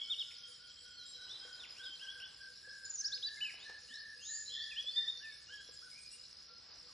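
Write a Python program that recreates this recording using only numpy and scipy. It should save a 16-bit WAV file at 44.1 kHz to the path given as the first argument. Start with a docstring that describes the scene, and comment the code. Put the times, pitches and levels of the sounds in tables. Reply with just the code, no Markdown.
"""Songbirds near and far whistle, slide and trill on a forest track by day: near-sines on drawn pitch and level curves.
A cuckoo climbs a wavering scale, a barbet hoots far off, and crickets chirp in stroke pairs over a far chorus.
Damped thumps knock on the path; noise bands make the hum, the leaf rustle and a thin flickering treble.
A decaying noise tail stands for the scatter off trunks and leaves; two spaced ports differ in phase by pitch."""
import sys
import numpy as np
from scipy import signal
from scipy.fft import rfft, irfft, next_fast_len
from scipy.io import wavfile

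SR = 44100
rng = np.random.default_rng(int(sys.argv[2]) if len(sys.argv) > 2 else 0)


def int16_out(signal):
    """Quantize to a 16-bit WAV file."""
    q = np.round(np.clip(np.atleast_2d(signal).T, -1, 1) * 32767)
    wavfile.write(sys.argv[1], SR, q.astype(np.int16))


N = 305613
TIME = np.arange(N) / SR
SHARE = np.linspace(0, 1, 17)   # points along a note, as shares of its length


def from_db(db):
    """Decibels to amplitude."""
    return 10 ** (np.asarray(db) / 20)


def rms_one(x):
    """Scale to RMS 1."""
    return x / np.sqrt(np.mean(x ** 2) + 1e-20)


def at_time(rows):
    """Read a (s, value) curve at every sample."""
    return np.interp(TIME, *np.transpose(rows))


def at_hz(points, hz):
    """Read a (Hz, value) curve on a log frequency axis."""
    curve_hz, values = np.array(points).T
    return np.interp(np.log(hz), np.log(curve_hz), values)


def drift(rate_hz):
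    """Slow random curve of RMS 1: noise through a two-pole lowpass, run at SR / 40."""
    step = 40
    pole = np.exp(-2 * np.pi * rate_hz * step / SR)
    white = rng.standard_normal(N // step + 2002)
    slow = signal.lfilter([1], [1, -2 * pole, pole * pole], white)[2000:]   # drop the settling
    return np.interp(np.arange(N) / step, np.arange(len(slow)), rms_one(slow))


def bandpass(x, low_hz, high_hz, order=2):
    """Butterworth band filter."""
    return signal.sosfilt(signal.butter(order, [low_hz, high_hz], "band", fs=SR, output="sos"), x)


# Left-right likeness of diffuse sound: pitch_hz, likeness_0_to_1
LIKENESS = [(30, 0.97), (60, 1), (125, 0.962), (250, 0.86), (500, 0.11), (1200, 0.938), (2500, 0.85),
            (5000, 0.97), (9000, .6)]


def band_pairs(size, per_octave, octaves):
    """Stereo noise bands, the two sides as alike as diffuse sound is at that pitch."""
    edges_hz = 22 * 2 ** np.arange(0, octaves, 1 / per_octave)
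    white = rng.standard_normal((2, 2, size))   # neighbouring bands take alternate sources
    for k, (low_hz, high_hz) in enumerate(zip(edges_hz, edges_hz[1:])):
        centre_hz = np.sqrt(low_hz * high_hz)
        mid, side = bandpass(white[k % 2], low_hz, high_hz)
        alike = np.clip(at_hz(LIKENESS, centre_hz), 0, 1)
        yield centre_hz, np.sqrt(1 + alike) * mid + np.sqrt(1 - alike) * side * [[1], [-1]]


RISE_POWER = 3.0   # higher: notes start more abruptly


def arch(peak, crest, rise, fall):
    """Curve over a note: up by rise to its peak at share crest, then down by fall."""
    before = np.clip(1 - SHARE / crest, 0, 1)
    after = np.clip((SHARE - crest) / (1 - crest), 0, 1)
    return peak - rise * before ** RISE_POWER - fall * after ** 2


def swelling(start_s, length_s, pitch_hz, level_db, crest, rise_db, fall_db):
    """Rows (s, Hz, dB) of a note that swells to its crest and falls away."""
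    levels_db = arch(level_db, crest, rise_db, fall_db)
    return np.transpose([start_s + length_s * SHARE, pitch_hz + 0 * SHARE, levels_db])


OVERTONE_DB = -35.5   # octave, re fundamental


def whistle(rows, bend_hz, edge_s):
    """A near-sine along its pitch and RMS level curves, with soft ends; returns its place and samples."""
    s, hz, level_db = np.transpose(rows)
    span = slice(max(round((s[0] - edge_s) * SR), 0), round((s[-1] + edge_s) * SR))
    t = TIME[span]
    fade = np.clip(np.minimum(t - s[0], s[-1] - t) / edge_s + 1, 0, 1) ** 2
    phase = 2 * np.pi * np.cumsum(np.interp(t, s, hz) + bend_hz[span]) / SR
    tone = np.sin(phase) + from_db(OVERTONE_DB) * np.sin(2 * phase)
    return span, np.sqrt(2) * fade * from_db(np.interp(t, s, level_db)) * tone


def strokes(times_s, peaks, pitches_hz, length_s, fall_hz):
    """Short Hann-shaped tones whose pitch slides by fall_hz (negative: upward)."""
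    out, t = np.zeros(N + SR), np.arange(round(length_s * SR)) / SR
    for s, peak, hz in zip(times_s, peaks, pitches_hz):
        phase = 2 * np.pi * np.cumsum(hz + fall_hz * (.5 - t / length_s)) / SR
        start = round(s * SR)
        out[start:start + len(t)] += peak * np.hanning(len(t)) * np.sin(phase)
    return out[:N]


# Echo decay time to -60 dB: pitch_hz, t60_s
FOREST_T60 = [(500, 1), (1500, 0.91), (3000, 0.91), (6000, 0.97), (9000, 0.33)]


def forest(x):
    """Countless echoes off trunks: a noise tail that builds up briefly and dies band by band; energy 1."""
    t = np.arange(SR) / SR
    tail = 0
    for hz, pair in band_pairs(SR, per_octave=2, octaves=9.3):
        tail = tail + pair * from_db(-60 * t / at_hz(FOREST_T60, hz))
    tail = tail * (1 - np.exp(-t / 0.0045)) * (1 + 1.3 * np.exp(-t / 0.025))
    return signal.fftconvolve(x[None], rms_one(tail) / np.sqrt(SR), axes=1)[:, :N]


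# Distant forest hum, relative spectrum: pitch_hz, density_db_per_hz
AIR = [(20, -31.5), (35, -17), (50, -6), (86, -6.5), (200, -13), (380, -16), (491, -11.5), (730, -30),
       (1610, -12), (2030, -17.5), (3810, -11), (4500, -7.5), (5270, 0), (5700, -4), (6060, -13.5),
       (7000, -44.5)]
# Leaf rustle, relative spectrum: pitch_hz, density_db_per_hz
LEAVES = [(150, -26), (300, -3), (600, -2.5), (1200, -1), (2000, -4), (3500, -7.5), (6000, -18)]
# Leaf rustle course, before lift and flutter: time_s, level_db
RUSTLE = [(0, -81), (.9, -88), (1.3, -74), (2.25, -75.5), (2.8, -88.5), (3.6, -75.5), (4, -87), (4.85, -86),
          (5.05, -79.5), (6.2, -84.5), (6.6, -78), (6.72, -71.5), (6.93, -79)]
AIR_DB, RUSTLE_LIFT_DB, RUSTLE_FLUTTER_DB, BACKGROUND_TOP_HZ = -60.5, 6.0, 1.9, 5620


def background():
    """Hum and swelling rustle share the noise bands; a steep lowpass leaves both dull above BACKGROUND_TOP_HZ."""
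    air, leaves = 0, 0
    for hz, pair in band_pairs(N, per_octave=3, octaves=8.5):
        air = air + from_db(at_hz(AIR, hz)) * pair
        leaves = leaves + from_db(at_hz(LEAVES, hz)) * pair
    rustle_db = at_time(RUSTLE) + RUSTLE_LIFT_DB + RUSTLE_FLUTTER_DB * drift(5)
    rustle = from_db(rustle_db) * rms_one(leaves[:, ::-1])   # time-reversed, so unlike the hum
    lowpass = signal.butter(10, BACKGROUND_TOP_HZ, fs=SR, output="sos")
    return signal.sosfilt(lowpass, from_db(AIR_DB) * rms_one(air) + rustle)


# Thin treble course: time_s, level_db
SIZZLE = [(0, -65), (1, -68.5), (2.5, -68), (3.6, -65.5), (4.05, -68), (4.5, -69), (5.3, -67), (6.2, -66),
          (6.5, -77), (6.93, -70.5)]
# Thin treble, relative spectrum before flicker: pitch_hz, density_db_per_hz
SIZZLE_COLOUR = [(6000, -6.5), (7000, -1.5), (8000, -4.5), (9500, -1.5), (11000, -7.5), (12000, -16)]
SIZZLE_FLICKER_DB, SIZZLE_BAND_HZ = 19.0, 300


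def sizzle():
    """Narrow noise bands that flicker, partly together and partly on their own."""
    out, white, together = 0, rng.standard_normal((3, N)), 0.43 * drift(9.6)
    for k, hz in enumerate(np.arange(6000, 12000, SIZZLE_BAND_HZ)):
        band = bandpass(white[k % 3], hz, hz + SIZZLE_BAND_HZ)
        flicker_db = SIZZLE_FLICKER_DB * np.minimum(together + drift(4), .8)
        out = out + from_db(at_hz(SIZZLE_COLOUR, hz) + flicker_db) * band
    return from_db(at_time(SIZZLE)) * rms_one(out)


# Knocks on the path: start_s, level_db, pitch_hz, crunch_db (re thump)
KNOCKS = [(1.45, -55, 493, -11), (1.895, -63, 334, -20), (2.674, -56, 517, -8), (3.54, -64, 700, 5),
          (3.695, -58.5, 801, 8.5), (3.906, -59, 245, -21), (4.843, -59, 544, -9), (5.689, -53, 468, -9)]
THUMP_T60_S, THUMP_ATTACK_S, CRUNCH_T60_S = 0.059, 0.00052, 0.076


def knocks():
    """A dull, quickly damped thump with a short crunch of dry leaves on top."""
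    out, t = np.zeros(N), np.arange(SR // 8) / SR
    crunches = 2.4 * bandpass(rng.standard_normal((len(KNOCKS), len(t))), 300, 1800, order=1)
    for (s, level_db, hz, crunch_db), noise in zip(KNOCKS, crunches):
        thump = np.sin(2 * np.pi * hz * t) * from_db(-60 * t / THUMP_T60_S)
        thump = thump * (1 - np.exp(-t / THUMP_ATTACK_S))
        crunch = noise * from_db(crunch_db - 60 * t / CRUNCH_T60_S)
        start = round(s * SR)
        out[start:start + len(t)] += from_db(level_db) * (thump + crunch)
    return out


# Far cricket groups: pitch_hz, pitch_spread_hz, level_db
CHORUS = [(5335.3, 234, -62.5), (4482, 260, -65.5)]
SINGERS = 9   # per group
CHIRP_EVERY_S, TEMPO_SPREAD, CHIRP_JITTER_S = .148, .1, .006   # each singer keeps its own tempo
PAIR_S = 0.017   # between the two strokes of a chirp


def cricket_chorus():
    """Far singers of steady tempo; every chirp is a pair of wing strokes falling in pitch."""
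    out = 0
    for hz, spread_hz, level_db in CHORUS:
        singer, draw = rng.random((3, SINGERS, 1)), rng.standard_normal((3, SINGERS, 60))
        every_s = CHIRP_EVERY_S * (1 + TEMPO_SPREAD * (2 * singer[0] - 1))
        first = singer[1] * every_s + np.cumsum(every_s + CHIRP_JITTER_S * draw[0], axis=1) - every_s
        heard = (first > 0) & (first < N / SR)
        offsets = np.linspace(-1.5, 1.5, SINGERS)[:, None] + .4 * draw[1]
        pitch = (hz + spread_hz * offsets)[heard]
        size, first = from_db(6.0 * singer[2] + 3.0 * draw[2])[heard], first[heard]
        pairs = strokes(np.r_[first, first + PAIR_S], np.r_[size, size], np.r_[pitch, pitch],
                        length_s=0.00876, fall_hz=800)
        out = out + from_db(level_db) * rms_one(pairs)
    return out


# Near cricket chirps, timed by first stroke: start_s, level_db (before stroke offsets), pitch_hz
CHIRPS = [(0.0413, -44, 5230), (0.1456, -47.5, 5550), (0.194, -42, 5300), (0.2688, -49.5, 5240),
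          (0.3641, -45.5, 5140), (0.4339, -46, 5260), (0.7392, -51, 4960), (1.1154, -43.5, 5083),
          (1.2476, -45, 5057), (1.292, -46, 5530), (1.3972, -42.5, 5073), (1.5264, -41, 5020),
          (1.7045, -41.5, 5028), (1.8627, -43, 4980), (2.0328, -49, 5520), (2.4199, -56, 5150),
          (2.5551, -49, 5330), (2.6923, -42.5, 5150), (2.832, -43, 5130), (3.4451, -43.5, 5070),
          (4.1739, -47.5, 4990), (4.2517, -46, 5150), (4.3929, -42.5, 5050), (4.5366, -42.5, 5110),
          (4.6598, -48.5, 5560), (4.7027, -45, 5032), (4.8055, -45, 5750), (4.8549, -47, 5140),
          (5.007, -40.5, 4910), (5.1716, -45.5, 5610), (5.3343, -48, 5254), (5.5378, -45, 5450),
          (5.6905, -47, 5135), (5.7713, -41.5, 4950), (5.8272, -51, 5400), (5.911, -43, 5050),
          (5.9723, -48.5, 5250), (6.0591, -43.5, 5004), (6.113, -47.5, 5400), (6.1933, -45.5, 5050),
          (6.2607, -51, 5530), (6.3664, -46.5, 5090), (6.8109, -47, 5300)]
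FIRST_DB, SECOND_DB = -2.5, -2.5   # stroke offsets


def near_crickets():
    """Each chirp is a pair of wing strokes, short tones falling in pitch."""
    s, level_db, hz = np.transpose(CHIRPS)
    peaks = from_db(np.r_[level_db + FIRST_DB, level_db + SECOND_DB])
    return strokes(np.r_[s, s + PAIR_S], peaks, np.r_[hz, hz], length_s=0.0086, fall_hz=610)


HOOT_FIRST_S, HOOT_EVERY_S, HOOT_HZ, HOOT_DB, HOOT_SPREAD_DB = .125, .3345, 489.5, -76.5, 3.3


def barbet():
    """One low note repeated evenly and softly, some hoots louder than others."""
    times_s = np.arange(HOOT_FIRST_S, N / SR, HOOT_EVERY_S)
    peaks = from_db(HOOT_DB + HOOT_SPREAD_DB * rng.standard_normal(len(times_s)))
    return strokes(times_s, peaks, np.full(len(times_s), HOOT_HZ), length_s=0.069, fall_hz=-21.5)


# Cuckoo scale, levels before the mix: start_s, length_s, pitch_hz, level_db
CUCKOO = [(0.068, 0.057, 1410, -65.5), (0.264, 0.067, 1430, -69), (0.341, 0.212, 1435, -71),
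          (0.588, 0.12, 1470, -65.5), (.83, .24, 1481, -65), (1.16, 0.129, 1514, -61.5),
          (1.402, .25, 1525, -60), (1.78, 0.11, 1548, -55), (2.01, 0.262, 1598, -54.5),
          (2.39, .13, 1602, -55), (2.629, .27, 1650, -54.5), (3.01, 0.17, 1651, -55),
          (3.262, 0.26, 1722, -54), (3.644, 0.15, 1740, -54), (3.895, .265, 1778, -53.5),
          (4.28, 0.16, 1782, -54), (4.551, 0.26, 1820, -54), (4.949, 0.14, 1847, -55.5)]
SAG_HZ_PER_S, CUCKOO_FADE_DB_PER_S = 201.6, 6.5
CUCKOO_ATTACK_S, CUCKOO_RELEASE_S, CUCKOO_SOFT_DB = 0.024, 0.015, 10.5
WAVER_PER_S, WAVER_FROM_HZ, WAVER_SHARE = 31, 1140, 0.11   # depth: this share of the pitch above that


def cuckoo_scale():
    """Mellow sagging whistles with a slightly uneven vibrato that widens up the scale."""
    out = np.zeros(N)
    waver = np.sin(2 * np.pi * np.cumsum(WAVER_PER_S * (1 + .08 * drift(3.95))) / SR)
    for s, length_s, hz, db in CUCKOO:
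        t = np.array([0, CUCKOO_ATTACK_S, length_s - CUCKOO_RELEASE_S, length_s])
        level_db = db - CUCKOO_FADE_DB_PER_S * t - CUCKOO_SOFT_DB * np.array([1, 0, 0, 1])
        rows = np.transpose([s + t, hz - SAG_HZ_PER_S * t, level_db])
        span, note = whistle(rows, WAVER_SHARE * (hz - WAVER_FROM_HZ) * waver, edge_s=.008)
        out[span] += note
    return out


# Closing cuckoo notes, levels before the mix: start_s, length_s, top_hz, level_db
CLOSING = [(5.2, 0.14, 1780, -54), (5.491, 0.12, 1686, -52.5), (5.821, 0.0608, 1529, -58)]
SCOOP_HZ, DROOP_HZ, ARCH_CREST, ARCH_RISE_DB, ARCH_FALL_DB = 280, 131, 0.454, 11, 6


def cuckoo_closing():
    """Plain whistles whose pitch and level both arch."""
    out = np.zeros(N)
    for s, length_s, top_hz, db in CLOSING:
        hz = arch(top_hz, ARCH_CREST, SCOOP_HZ, DROOP_HZ)
        rows = swelling(s, length_s, hz, db, ARCH_CREST, ARCH_RISE_DB, ARCH_FALL_DB)
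        span, note = whistle(rows, np.zeros(N), edge_s=.008)
        out[span] += note
    return out


# Buzzy trills, levels before pulsing and mix:
# start_s, length_s, centre_hz, level_db, swings_per_s, depth_hz, pulsing_0_to_1
TRILLS = [(-.06, .14, 3250, -44.5, 60.8, 149, 0.7), (.2, 1.7, 3212, -64, 14, 30, .8),
          (1.04, .3, 3930, -53.5, 12, 30, 0.5), (4.213, 0.23, 6980, -44.5, 140, 260, .4),
          (4.458, .05, 4050, -44.5, 50, 60, .9), (4.494, 0.15, 3445, -41, 95, 130, 0.25)]
TRILL_CREST, TRILL_RISE_DB, TRILL_FALL_DB = 0.53, 15, 10.5
TRILL_SCOOP = 2.2   # starts this many depths low


def trills():
    """Pitch and level swing unevenly, the quickest fast enough to buzz."""
    out = np.zeros(N)
    for s, length_s, hz, db, rate, depth_hz, pulsing in TRILLS:
        swing = 2 * np.pi * np.cumsum(rate * (1 + .12 * drift(40))) / SR
        pitch_hz = hz - depth_hz * TRILL_SCOOP * (1 - SHARE) ** 4
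        rows = swelling(s, length_s, pitch_hz, db, TRILL_CREST, TRILL_RISE_DB, TRILL_FALL_DB)
        span, note = whistle(rows, depth_hz * np.sin(swing) + 60 * drift(50.33), edge_s=.006)
        out[span] += note * (1 + pulsing * np.cos(swing[span]))
    return out


# Songbird tables: levels before distance loss; crest_share is where the note is loudest.
# Short slides: start_s, length_s, from_hz, to_hz, level_db, crest_share
SLIDES = [(1.59, 0.031, 4200, 3500, -49.5, .6), (1.762, .065, 2300, 3360, -52, 0.83),
          (1.827, 0.022, 3410, 3850, -54, .6), (1.844, .05, 3750, 3115, -47.5, 0.5),
          (1.992, 0.062, 2520, 3310, -50, 0.65), (2.062, 0.058, 2750, 3377, -47.5, 0.8),
          (2.2, 0.019, 2410, 3187, -50, 0.6), (2.22, 0.042, 2595, 3445, -48, 0.4),
          (3.225, 0.02, 3073, 3900, -38.5, 0.9), (3.445, 0.034, 2920, 2446, -41, 0.06),
          (4.708, 0.027, 2820, 2436, -45.5, 0.56), (4.76, 0.0517, 2670, 3366, -38.5, 0.9),
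          (4.859, 0.049, 3290, 3533, -38.5, 0.7), (4.958, 0.057, 3520, 3637, -32, 0.58),
          (5.069, 0.0375, 3410, 3675, -36, 0.66), (5.207, 0.13, 3200, 2214, -61, 0.24),
          (5.569, .12, 3154, 3382, -60, 0.2), (5.913, 0.034, 2310, 2130, -64, 0.3),
          (5.944, 0.055, 2154, 2460, -59, .5), (6.102, .07, 2605, 2890, -66, .4)]
SLIDE_EASE, SLIDE_RISE_DB, SLIDE_FALL_DB = 2.3, 13, 10.5


def slides():
    """Pitch eases into its last value; yields rows and pitch tremble factor."""
    for s, length_s, from_hz, to_hz, db, crest in SLIDES:
        hz = to_hz + (from_hz - to_hz) * (1 - SHARE) ** SLIDE_EASE
        yield swelling(s, length_s, hz, db, crest, SLIDE_RISE_DB, SLIDE_FALL_DB), 1


# Long rising glides: start_s, length_s, from_hz, to_hz, level_db
GLIDES = [(1.277, .09, 2930, 4050, -49), (3.593, .1, 3050, 4400, -54.5), (3.88, 0.13, 2660, 4520, -53),
          (4.187, .19, 2500, 4715, -53), (4.564, .11, 3940, 4860, -52), (4.873, .12, 3930, 4960, -52.5),
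          (5.131, .1, 3930, 4770, -55.5), (5.472, .08, 2715, 3260, -58)]
GLIDE_EASE, GLIDE_CREST, GLIDE_RISE_DB, GLIDE_FALL_DB, GLIDE_TREMBLE = 1.4, 0.66, 13.5, 0, 3.96


def glides():
    """Pitch climbs, easing slightly, with a strong tremble."""
    for s, length_s, from_hz, to_hz, db in GLIDES:
        hz = to_hz + (from_hz - to_hz) * (1 - SHARE) ** GLIDE_EASE
        yield swelling(s, length_s, hz, db, GLIDE_CREST, GLIDE_RISE_DB, GLIDE_FALL_DB), GLIDE_TREMBLE


# Chatter: start_s, length_s, from_hz, turn_hz, end_hz, level_db, crest_share
CHATTER = [(.305, 0.016, 1678, 2780, 1600, -54, 0.7), (2.848, 0.0184, 7150, 7170, 6800, -46.5, 0.7),
           (2.895, 0.023, 7130, 7000, 6300, -41.5, .55), (2.932, 0.033, 6830, 6950, 5470, -42, 0.83),
           (2.975, 0.043, 5565, 6440, 4810, -38.5, 0.99), (3.042, .043, 4280, 5820, 3810, -35.5, 0.4),
           (3.119, 0.06, 3308, 5370, 2300, -39, 0.32), (3.26, .031, 4750, 4560, 2690, -40, .6)]
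BREAK_S, CHATTER_RISE_DB, CHATTER_FALL_DB, CHATTER_TREMBLE, CHATTER_EASE = .009, 14, 18.5, 3.1, 1.3


def chatter():
    """Pitch bends to a turning point, mostly upward, then breaks off downward."""
    for s, length_s, from_hz, turn_hz, end_hz, db, crest in CHATTER:
        turn = 1 - BREAK_S / length_s
        hz = np.interp(SHARE, [0, turn, 1], [turn_hz, turn_hz, end_hz])
        hz = hz + (from_hz - turn_hz) * np.clip(1 - SHARE / turn, 0, 1) ** CHATTER_EASE
        yield swelling(s, length_s, hz, db, crest, CHATTER_RISE_DB, CHATTER_FALL_DB), CHATTER_TREMBLE


# Falling notes: start_s, length_s, from_hz, hold_hz, end_hz, level_db, crest_share
FALLS = [(.098, 0.048, 3484, 3696, 2836, -35.5, 0.35), (.178, 0.051, 3557, 3750, 2800, -39, 0.75),
         (0.932, 0.11, 4400, 4400, 3784, -52, 0.8), (1.615, 0.043, 3500, 3460, 1900, -50.5, .3),
         (3.408, 0.039, 2470, 2996, 2938, -37.5, 0.6), (3.477, 0.036, 2460, 2470, 1750, -48, .3),
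         (6.86, .07, 1290, 1250, 1016, -72, 0.7)]
FLICK_SHARE, HOLD_SHARE, FALL_RISE_DB, FALL_FALL_DB = .2, .35, 10.5, 9.5


def falls():
    """Pitch flicks to a hold, mostly upward, then falls for the rest of the note."""
    for s, length_s, from_hz, hold_hz, end_hz, db, crest in FALLS:
        hz = np.interp(SHARE, [0, FLICK_SHARE, HOLD_SHARE, 1], [from_hz, hold_hz, hold_hz, end_hz])
        yield swelling(s, length_s, hz, db, crest, FALL_RISE_DB, FALL_FALL_DB), 1


# Level-pitch notes; the first 2240 Hz row is the ringing tail of an earlier call:
# start_s, length_s, pitch_hz, level_db
LEVEL_NOTES = [(0.014, 0.021, 3320, -40), (-.05, 0.213, 2240, -69), (.42, 0.0627, 3234, -58),
               (.46, 0.14, 8100, -69), (0.467, .06, 8955, -61), (.5, 0.074, 3180, -61),
               (0.661, .08, 3300, -65), (0.771, 0.073, 7790, -67), (.77, 0.073, 3247, -65.5),
               (0.881, 0.087, 3230, -63), (0.908, 0.068, 7600, -63.5), (1.02, 0.0518, 3240, -59),
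               (1.05, 0.077, 7490, -63), (1.057, 0.062, 8470, -65.5), (1.131, 0.097, 3180, -64.5),
               (1.347, .08, 4006, -57), (1.39, .08, 3214, -60), (1.52, 0.0426, 3179, -55.5),
               (1.875, 0.082, 3144, -49.5), (2.68, 0.022, 3310, -66), (3.245, 0.018, 3978, -37),
               (3.371, 0.018, 2100, -51.5), (5.66, 0.118, 1650, -70.5), (5.717, 0.045, 7610, -61.5),
               (5.78, .08, 3370, -71), (5.837, 0.104, 9080, -60.5), (5.98, 0.07, 8110, -61),
               (6.1, .06, 7850, -61), (6.108, 0.057, 8700, -60), (6.031, 0.073, 2430, -71),
               (6.47, 0.11, 1379, -69)]
LEVEL_CREST, LEVEL_RISE_DB, LEVEL_FALL_DB = 0.32, 15.5, 5.5


def level_notes():
    """One pitch per note, swelling early."""
    for s, length_s, hz, db in LEVEL_NOTES:
        yield swelling(s, length_s, hz, db, LEVEL_CREST, LEVEL_RISE_DB, LEVEL_FALL_DB), 1


def songbirds(wet_db, far_wet_db, far_loss_db, flutter_db):
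    """Direct notes and their send to the trees; fainter notes are farther off and flutter in moving air."""
    direct, send = np.zeros(N), np.zeros(N)
    wobble_hz, gusts = 14 * drift(68), np.clip(drift(41), -2.5, 1)
    for rows, tremble in [*slides(), *glides(), *chatter(), *falls(), *level_notes()]:
        distance = min(-(rows[:, 2].max() + 40) / 15, 1)   # 0 at -40 dB, 1 from -55 dB down
        far = max(distance, 0)
        span, note = whistle(rows, wobble_hz * tremble, edge_s=.003)
        note = note * from_db(far * (flutter_db * gusts[span] - far_loss_db))
        direct[span] += note
        send[span] += note * from_db(wet_db + far_wet_db * distance)
    return direct, send


def scene():
    """Mix direct sound, forest echoes and background."""
    songs, song_send = songbirds(wet_db=-9.5, far_wet_db=5.0, far_loss_db=2.0, flutter_db=3.5)
    buzz, scale, chirps = trills(), cuckoo_scale() + cuckoo_closing(), near_crickets() + cricket_chorus()
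    blows, hoots, thin = knocks(), barbet(), sizzle()
    direct = songs + from_db(-4.5) * buzz + from_db(-1) * scale + chirps + blows + hoots + thin
    send = (song_send + from_db(-6) * buzz + from_db(-8) * scale + from_db(-8.5) * chirps
            + from_db(-9) * blows + from_db(-4) * hoots + from_db(-15) * thin)
    return direct + forest(send) + background()


# Phase between the ports: pitch_hz, left_lead_rad
PORT_PHASE = [(0, 0), (400, 0), (1000, 1.0), (1300, .1), (2050, 0), (2500, .8), (3300, .2), (4100, .3),
              (4720, 1.6), (4960, 5.2), (5250, 6.2), (6600, 6.6), (8100, 8.0), (9100, 8.7), (11700, 9.3)]
CUTOFF_HZ = 12150


def record(dry):
    """The two ports differ in phase by pitch, half the lead on each; the top is cut."""
    size = next_fast_len(N + SR // 4)
    lead_rad = np.interp(np.fft.rfftfreq(size, 1 / SR), *np.transpose(PORT_PHASE))
    turn = np.exp(.5j * lead_rad * np.array([[1], [-1]]))
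    ports = irfft(rfft(dry, size, axis=1) * turn, size, axis=1)[:, :N]
    return signal.sosfilt(signal.cheby2(12, 70, CUTOFF_HZ, fs=SR, output="sos"), ports)


dry = scene()
out = record(dry)
int16_out(out)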